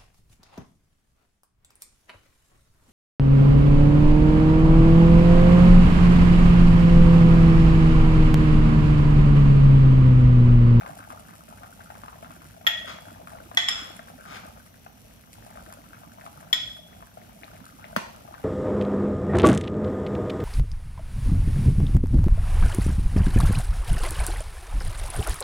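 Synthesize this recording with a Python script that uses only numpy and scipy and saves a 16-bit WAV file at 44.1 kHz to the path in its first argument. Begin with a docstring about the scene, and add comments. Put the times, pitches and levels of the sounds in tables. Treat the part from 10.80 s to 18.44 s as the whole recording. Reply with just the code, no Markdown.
"""Thick soup boils in a heavy pot over a rumbling, hissing gas burner in a small hard kitchen.
From the start, bursting bubbles ring as damped cavity resonators: short plops over crackling froth.
From 1.9 s a stirring steel ladle clinks on the wall and scrapes along it; the boil calms near 4 s.
It recovers, and calms again after a last clink at 5.7 s. At 7.2 s the ladle knocks the bottom, muffled
by the soup. The microphone pair is just over the rim, and the pot sounds reach its left side first."""
import sys
import numpy as np
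from scipy import signal
from scipy.fft import rfft, irfft, next_fast_len
from scipy.io import wavfile
from scipy.ndimage import map_coordinates

SR = 44100
rng = np.random.default_rng(int(sys.argv[2]) if len(sys.argv) > 2 else 0)


def generate_wav(sig):
    """Save sig (samples, or channels by samples) to the path in sys.argv[1] as 16-bit PCM at SR."""
    pcm = np.round(np.clip(np.atleast_2d(sig).T, -1, 1) * 32767).astype(np.int16)
    wavfile.write(sys.argv[1], SR, pcm)


N = 336924


# the biggest bubbles: t/s, relative level/dB, f/Hz
BIG_BUBBLES = [(0.0106, -30.5, 1320), (0.0612, -27, 1010), (0.1054, -33, 1000), (0.3033, -28, 1060),
               (0.783, -41, 1560), (0.833, -31.5, 1270), (1.0085, -34.5, 1320), (1.1019, -33.5, 800),
               (1.1523, -35.5, 1050), (1.2354, -29, 1060), (1.2815, -29.5, 1050), (1.3283, -36, 970),
               (1.4262, -33.5, 630), (1.4453, -31.5, 1320), (1.506, -34.5, 1040), (1.8119, -39, 693),
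               (2.3715, -42, 835), (2.4722, -30.5, 1190), (2.7139, -31.5, 930), (3.193, -29.5, 1570),
               (4.063, -34, 720), (4.7031, -41, 1080), (4.7724, -34, 1100), (4.9252, -34, 940),
               (5.1322, -34.5, 1380), (5.4116, -33.5, 1660), (5.4632, -28.5, 1050), (6.2239, -34, 956),
               (6.3717, -36, 650), (6.6337, -28.5, 2220), (7.0421, -30.5, 1980), (7.5402, -31, 1040)]
# how hard the soup seethes; stirring calms it twice: t/s, level/dB
SEETHING = [(0, -43), (.5, -51), (1.45, -51), (3.65, -48), (4.0, -66.5), (4.35, -64), (4.65, -51),
            (5.6, -53), (6.4, -58.5), (6.65, -51.5), (7.64, -51.5)]
def bubbling():
    """Superposition: single plops over a crowd of small bubbles and deep gulping pockets of steam."""
    seethe_db = envelope(SEETHING)
    seethe = amp(seethe_db)
    big = plopping(BIG_BUBBLES) + plopping(lesser_plops(seethe_db, count=72))
    small = crowd(centre_hz=1155, spread=0.553, cycles=1.0, count=1100, size=700)
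    soup = big + amp(-2.5) * seethe * unit(coloured(small, AIR_SPACE))
    steam = crowd(centre_hz=205.4, spread=0.24, cycles=1.23, count=260, size=3000)
    deep = amp(-9) * seethe * unit(steam)
    near = placed(soup, pan_db=5, lead=0.0005)
    return near + amp(-8.5) * kitchen(soup) + placed(deep, pan_db=-7, lead=0.0001)


# resonances of the air over the soup: f/Hz, gain/dB
AIR_SPACE = [(100, -20.5), (250, 12), (380, -16), (620, 11), (810, 8.5), (1000, -0.5), (1450, 8),
             (1900, -4.5), (2600, -2.5), (5000, -19), (15000, -42.5)]
def plopping(rows, snap_t60=0.045):
    """Impulse excitation: a film snaps, its cavity rings, and soup falls back with a weaker plop."""
    s, db, hz = np.transpose(rows)
    wait, shift = rng.random((len(s), 2)).T
    cycles = 0.89 * (1000 / hz) ** 0.33  # lower bubbles ring for more cycles
    opening = bursts(s, amp(db - 2.5), hz, cycles, glide=0.0151)
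    fall_s = s + 0.0032 + 0.013 * wait
    falling = bursts(fall_s, amp(db - 7.5), hz * (0.67 + 1.1 * shift), cycles, glide=0.022)
    snaps, t = np.zeros(N), np.arange(SR // 20) / SR
    for start, level_db in zip(s, db):
        add(snaps, start, amp(level_db - 5 - 60 * t / snap_t60) * rng.standard_normal(len(t)))
    return opening + falling + coloured(snaps + amp(-15.5) * opening, AIR_SPACE)


def lesser_plops(seethe_db, count):
    """Size scaling: harder seething makes bubbles louder and bigger, so lower. Rows: t/s, level/dB, f/Hz."""
    moment = (np.arange(count) + rng.random(count)) / count
    weakness, pitch = np.clip(rng.standard_normal((count, 2)), -1.5, 1.5).T
    surge_db = seethe_db[(moment * N).astype(int)] - seethe_db.mean()
    db = -40.5 + 0.62 * surge_db - 1.3 * weakness
    hz = 1121 * 2 ** (0.36 * pitch - 0.033 * surge_db)
    return np.transpose([moment * N / SR, db, hz])


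def crowd(centre_hz, spread, cycles, count, size):
    """Incoherent sum: bubbles of random size burst at random moments."""
    pitch, strength, life = np.clip(rng.standard_normal((count, 3)), -1.6, 1.6).T
    times = rng.random(count) * N / SR
    hz = centre_hz * np.exp(spread * pitch)
    return bursts(times, np.exp(strength / 2), hz, cycles * np.exp(life / 4), glide=0.03, size=size)


def bursts(times, levels, pitches, cycles, glide, size=1100):
    """Helmholtz resonance: each bubble rings for a few cycles, rising in pitch as its hole widens."""
    waves = levels[:, None] * blip(np.arange(size) / SR, pitches[:, None], cycles[:, None], glide)
    index = np.maximum(times * SR, 0).astype(int)[:, None] + np.arange(size)
    return np.bincount(index.ravel(), waves.ravel(), N)[:N]


def blip(t, hz, cycles, glide):
    """Damped oscillation: the tone peaks after the given cycles while glide raises its pitch."""
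    age = np.maximum(t, 0) * hz / cycles  # 1 at the peak
    return age * np.exp(1 - age) * np.sin(2 * np.pi * cycles * age * (1 + glide * age / (1 + age / 10)))


# ladle on the wall: t/s, level/dB, gain/dB of low modes, upper modes, top mode and crack,
# frequency ratio in contact, pan L-R/dB, left lead/s
WALL_HITS = [(1.8667, -19.5, 6.5, -28, 15, -1, 1.0, -8, 0.00026),
             (1.8717, -14.5, -4.5, -7.5, 5, -13, 0.98, 15, 0.00027),
             (2.7718, -9.5, -1.5, -3, -4, -5, 1.012, -2, .0002),
             (2.8849, -18, -6, 9.5, 1, -3, 1.0, 1, 0.000994),
             (5.7284, -10, -13.5, -3.5, 3, -9, 1.0, 5.5, 0.000983)]
# modes of pot and ladle: f/Hz, level/dB, free T60/s
STEEL_MODES = [(688, -17, 0.55), (877, -21, 0.45), (1808, -9, 0.5), (1905, 0, 0.45), (3332, -7, 0.65),
               (3358, -1.5, 0.58), (3385, -9, 0.65), (3470, -18, 0.45), (5125, -16, 0.55),
               (5268, -12.5, 0.5), (5985, -28, 0.45), (7280, -14, 0.25), (9400, -25, 0.24),
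               (12960, -21, 0.12)]
# contact noise of steel on the pot: f/Hz, level/dB
CRACK_SPECTRUM = [(100, -45.5), (430, -14.5), (660, -9.5), (1300, 4.5), (2200, 5), (2900, 3), (3500, 8.5),
                  (4400, -8.5), (6800, -6.5), (8500, -30), (10000, -17), (14000, -29.5), (16000, -33.5)]
def clinks(contact_t60=0.046, free_db=-18, attack_s=0.00083):
    """Modal vibration: contact stiffens and damps the struck steel, then a faint rest rings free."""
    out, t = np.zeros((2, N)), np.arange(SR * 3 // 5) / SR
    hz, mode_db, t60 = np.transpose(STEEL_MODES)[:, :, None]
    for s, db, low_db, upper_db, top_db, crack_db, stiffening, pan_db, lead in WALL_HITS:
        # the point of contact decides which modes are excited
        contact_db = np.select([hz < 2500, hz > 10000, hz > 4500], [low_db, top_db, upper_db])
        pressed = amp(-60 * t / contact_t60) * np.sin(2 * np.pi * hz * stiffening * t)
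        free = amp(free_db - 60 * t / t60) * np.sin(2 * np.pi * hz * t)
        ring = np.sum(amp(mode_db + contact_db) * (pressed + free), 0) * (1 - np.exp(-t / attack_s))
        crack = noise_burst(t, CRACK_SPECTRUM, crack_db, t60=0.048)
        room = kitchen(amp(-5.5) * ring + amp(-3) * crack)
        add(out, s, amp(db) * (placed(ring + crack, pan_db, lead) + room))
    return out


# ladle on the bottom: t/s, level/dB
BOTTOM_HITS = [(7.1625, -14)]
# modes of the bottom, the lowest building last: f/Hz, level/dB, cycles to the peak, delay/s, pan L-R/dB
BOTTOM_MODES = [(1430, -7, 1, 0.00097, 25.5), (627, -9, 1.1, 0.00077, -5), (215, -13.5, 0.76, 0.0054, -9)]
# wet slap of the blow: f/Hz, level/dB
SLAP_SPECTRUM = [(30, -44), (100, 3.5), (250, 10.5), (400, -0.5), (700, 1), (1500, 3.5), (2500, -2),
                 (4000, -8.5), (7000, -14), (9000, -17), (15000, -18.5)]
def knock():
    """Viscous damping: soup dulls a blow on the bottom to a thud; its wet slap carries into the room."""
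    out, t = np.zeros((2, N)), np.arange(SR // 2) / SR
    for s, db in BOTTOM_HITS:
        slap = noise_burst(t, SLAP_SPECTRUM, db=-7, t60=0.054)
        thud = sum(placed(amp(mode_db) * blip(t - delay, hz, cycles, glide=0), pan_db, lead=0.00031)
                   for hz, mode_db, cycles, delay, pan_db in BOTTOM_MODES)
        near = thud + placed(slap, pan_db=2.5, lead=0.00062)
        add(out, s, amp(db) * (near + amp(-3) * kitchen(slap)))
    return out


# strokes along the wall: start t/s, relative level/dB, rise/s, hold/s, fade T60/s
LADLE_STROKES = [(2.059, -41.5, 0.013, 0.036, 0.2), (2.883, -46, 0.0077, 0.12, 0.62),
                 (3.389, -42.5, 0.16, 0.015, 0.13)]
# response of the rubbed wall: f/Hz, gain/dB
RUB_SPECTRUM = [(100, -22), (400, -4.5), (700, 1.5), (950, -3), (1300, 8), (1700, -2.5), (2200, 0),
                (2900, -4.5), (4500, -9), (7000, -14.5), (9000, -26), (15000, -28)]
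def scraping():
    """Stick-slip friction: the ladle's edge catches on the rough wall, grain by grain."""
    pressure = sum(stroke(*row) for row in LADLE_STROKES)
    slips = pressure * grit(rate=1700, spread_db=4.5)
    rub = amp(9.5) * coloured(slips, RUB_SPECTRUM)
    return placed(rub, pan_db=4, lead=0.0006) + amp(-3) * kitchen(rub)


def stroke(start, db, rise, hold, t60):
    """Contact pressure of one stroke: it builds, holds and decays exponentially."""
    t = np.arange(N) / SR - start
    return np.clip(t / rise, 0, 1) ** 2 * amp(db - 60 * np.maximum(t - rise - hold, 0) / t60)


# spitting droplets: t/s, relative level/dB
DROPLETS = [(2.748, -37.5), (3.166, -44), (4.531, -44), (4.538, -46.5), (4.925, -42.5), (4.938, -46.5),
            (6.8544, -47.5), (7.362, -50)]
# colour of froth and droplets: f/Hz, gain/dB
FROTH_SPECTRUM = [(500, -16.5), (2500, 2.5), (4500, 0), (7000, 1.5), (10200, 6), (13500, -0.5),
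                  (14400, -0.5), (15300, -23.5), (16000, -45)]
def fizzing(mean_db=-61.5, sink_db_per_s=0.24, drop_t60=0.011):
    """Shot noise: froth crackles with the seething, sinks as it is stirred in and spits an odd droplet."""
    drive_db = 0.21 * envelope(SEETHING) - sink_db_per_s * np.arange(N) / SR
    fizz_db = mean_db + drive_db - drive_db.mean()
    flicker_db = 2 * wobble(30)
    froth = amp(fizz_db + flicker_db) * unit(coloured(grit(rate=650, spread_db=6), FROTH_SPECTRUM))
    drops, t = np.zeros(N), np.arange(SR // 50) / SR
    for s, db in DROPLETS:
        add(drops, s, amp(db + 6 - 60 * t / drop_t60) * rng.standard_normal(len(t)))
    wet = froth + coloured(drops, FROTH_SPECTRUM)
    return placed(wet, pan_db=-0.5, lead=0.0003997) + amp(-8) * kitchen(wet)


# rumble of the flame and hiss of the gas jet: f/Hz, relative level/dB
FLAME_SPECTRUM = [(20, -36.5), (35, -8.5), (55, 2), (75, -3), (105, 3), (130, -6.5), (165, -1), (240, -4),
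                  (340, -16), (600, -13), (1000, -21.5), (3000, -24), (4500, -27.5), (16000, -48.5)]
JET_SPECTRUM = [(1000, -11), (3000, 3), (5200, -22.5), (5620, 12), (6000, 8.5), (7500, -13), (10000, -1),
                (13500, 10), (15500, -2)]
# flame at the two microphones: f/Hz, coherence
FLAME_COHERENCE = [(60, 1), (130, 0.82), (290, 0.3), (640, 0)]
# its balance: f/Hz, pan L-R/dB
FLAME_PAN = [(60, -2), (110, -0.5), (200, -3.5), (400, -3.5), (800, 4)]
def burner():
    """Combustion and jet noise: a fluttering rumble, coherent in the bass, under a steady hiss."""
    def mid_side_gains(hz):
        angle = np.arccos(np.clip(along(FLAME_COHERENCE, hz), -1, 1)) / 2
        return amp(along(FLAME_SPECTRUM, hz)) * [np.cos(angle), np.sin(angle)]

    mid, side = filtered(rng.standard_normal((2, N)), mid_side_gains)
    left_right = np.array([mid + side, mid - side])
    flame = filtered(left_right, lambda hz: amp(np.outer([0.5, -0.5], along(FLAME_PAN, hz))))
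    jet = filtered(rng.standard_normal((2, N)), lambda hz: amp(along(JET_SPECTRUM, hz)))
    flutter = amp(1.3 * wobble(10))
    return amp(-52) * flutter * unit(flame) + amp(-62.5) * unit(jet)


# reverberation time of the kitchen: f/Hz, T60/s
KITCHEN_T60 = [(150, 0.1), (500, 0.56), (1200, 0.42), (3000, 0.54), (7000, 0.56), (14000, 0.12)]
def kitchen(x, build_s=0.00067):
    """Diffuse reverberation: each frequency of the stereo tail decays at its own rate."""
    hz, t, noise = signal.stft(rng.standard_normal((2, SR * 3 // 4)), SR, nperseg=256)
    decay = 10 ** (-3 * t / along(KITCHEN_T60, hz)[:, None])
    tail = signal.istft(noise * decay * (1 - np.exp(-t / build_s)), SR, nperseg=256)[1]
    return signal.fftconvolve(x[None], tail / np.linalg.norm(tail[0]), axes=1)[:, :len(x)]


def placed(x, pan_db, lead):
    """Level and time difference: the left side is pan_db above the right and lead seconds earlier."""
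    late = filtered(x, lambda hz: np.exp(-2j * np.pi * hz * lead))
    return np.array([x * amp(pan_db / 2), late * amp(-pan_db / 2)])


def noise_burst(t, spectrum, db, t60):
    """Impact transient: coloured noise with exponential decay."""
    return unit(coloured(rng.standard_normal(len(t)), spectrum)) * amp(db - 60 * t / t60)


def grit(rate, spread_db):
    """Poisson process: about rate impulses a second, of uneven size, rms 1."""
    sizes = amp(spread_db * np.clip(rng.standard_normal(N), -2, 2)) * rng.choice([-1, 1], N)
    return unit(sizes * (rng.random(N) < rate / SR))


def wobble(rate):
    """Random modulation: a smooth curve, rate knots a second."""
    return map_coordinates(rng.standard_normal(4096), [np.arange(N) * rate / SR], mode="wrap")


def coloured(x, points, size=4096):
    """Minimum-phase filter: folding the cepstrum makes the shape (f/Hz, gain/dB) causal."""
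    cepstrum = irfft(np.log(amp(along(points, np.fft.rfftfreq(size, 1 / SR)))))
    fold = 1 + np.sign(size // 2 - np.arange(size))
    fold[0] = 1
    kernel = irfft(np.exp(rfft(cepstrum * fold)))
    return signal.oaconvolve(x, kernel)[:len(x)]


def filtered(x, response):
    """Linear filter: the spectrum of x times a complex response of frequency."""
    size = next_fast_len(x.shape[-1] + 8192, True)
    return irfft(rfft(x, size) * response(np.fft.rfftfreq(size, 1 / SR)), size)[..., :x.shape[-1]]


def along(points, hz):
    """Interpolation of (f/Hz, value) points on a log axis."""
    f, values = np.transpose(points)
    return np.interp(np.log(hz + 1), np.log(f + 1), values)


def envelope(points):
    """Interpolation of (t/s, value) points at every sample."""
    return np.interp(np.arange(N) / SR, *np.transpose(points))


def add(track, s, sound):
    """Superpose a sound on the track at time s."""
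    rest = track[..., max(round(s * SR), 0):][..., :sound.shape[-1]]
    rest += sound[..., :rest.shape[-1]]


def amp(db):
    """Decibels to amplitude ratio."""
    return 10 ** (np.asarray(db) / 20)


def unit(x):
    """Normalise to rms 1."""
    return x / np.sqrt(np.mean(x ** 2) + 1e-20)


def scene():
    """Superposition: the pressures of all sources on the stove add."""
    return burner() + bubbling() + fizzing() + clinks() + knock() + scraping()


def record(dry, bass_hz=35, top_hz=15700):
    """Band limiting and saturation: the microphones shed deep bass, round off peaks and cut the top."""
    thin = signal.sosfilt(signal.butter(2, bass_hz, "highpass", fs=SR, output="sos"), dry)
    rounded = thin / (1 + np.abs(thin) ** 6) ** (1 / 6)
    return filtered(rounded, lambda hz: hz < top_hz)


dry = scene()
out = record(dry)
generate_wav(out)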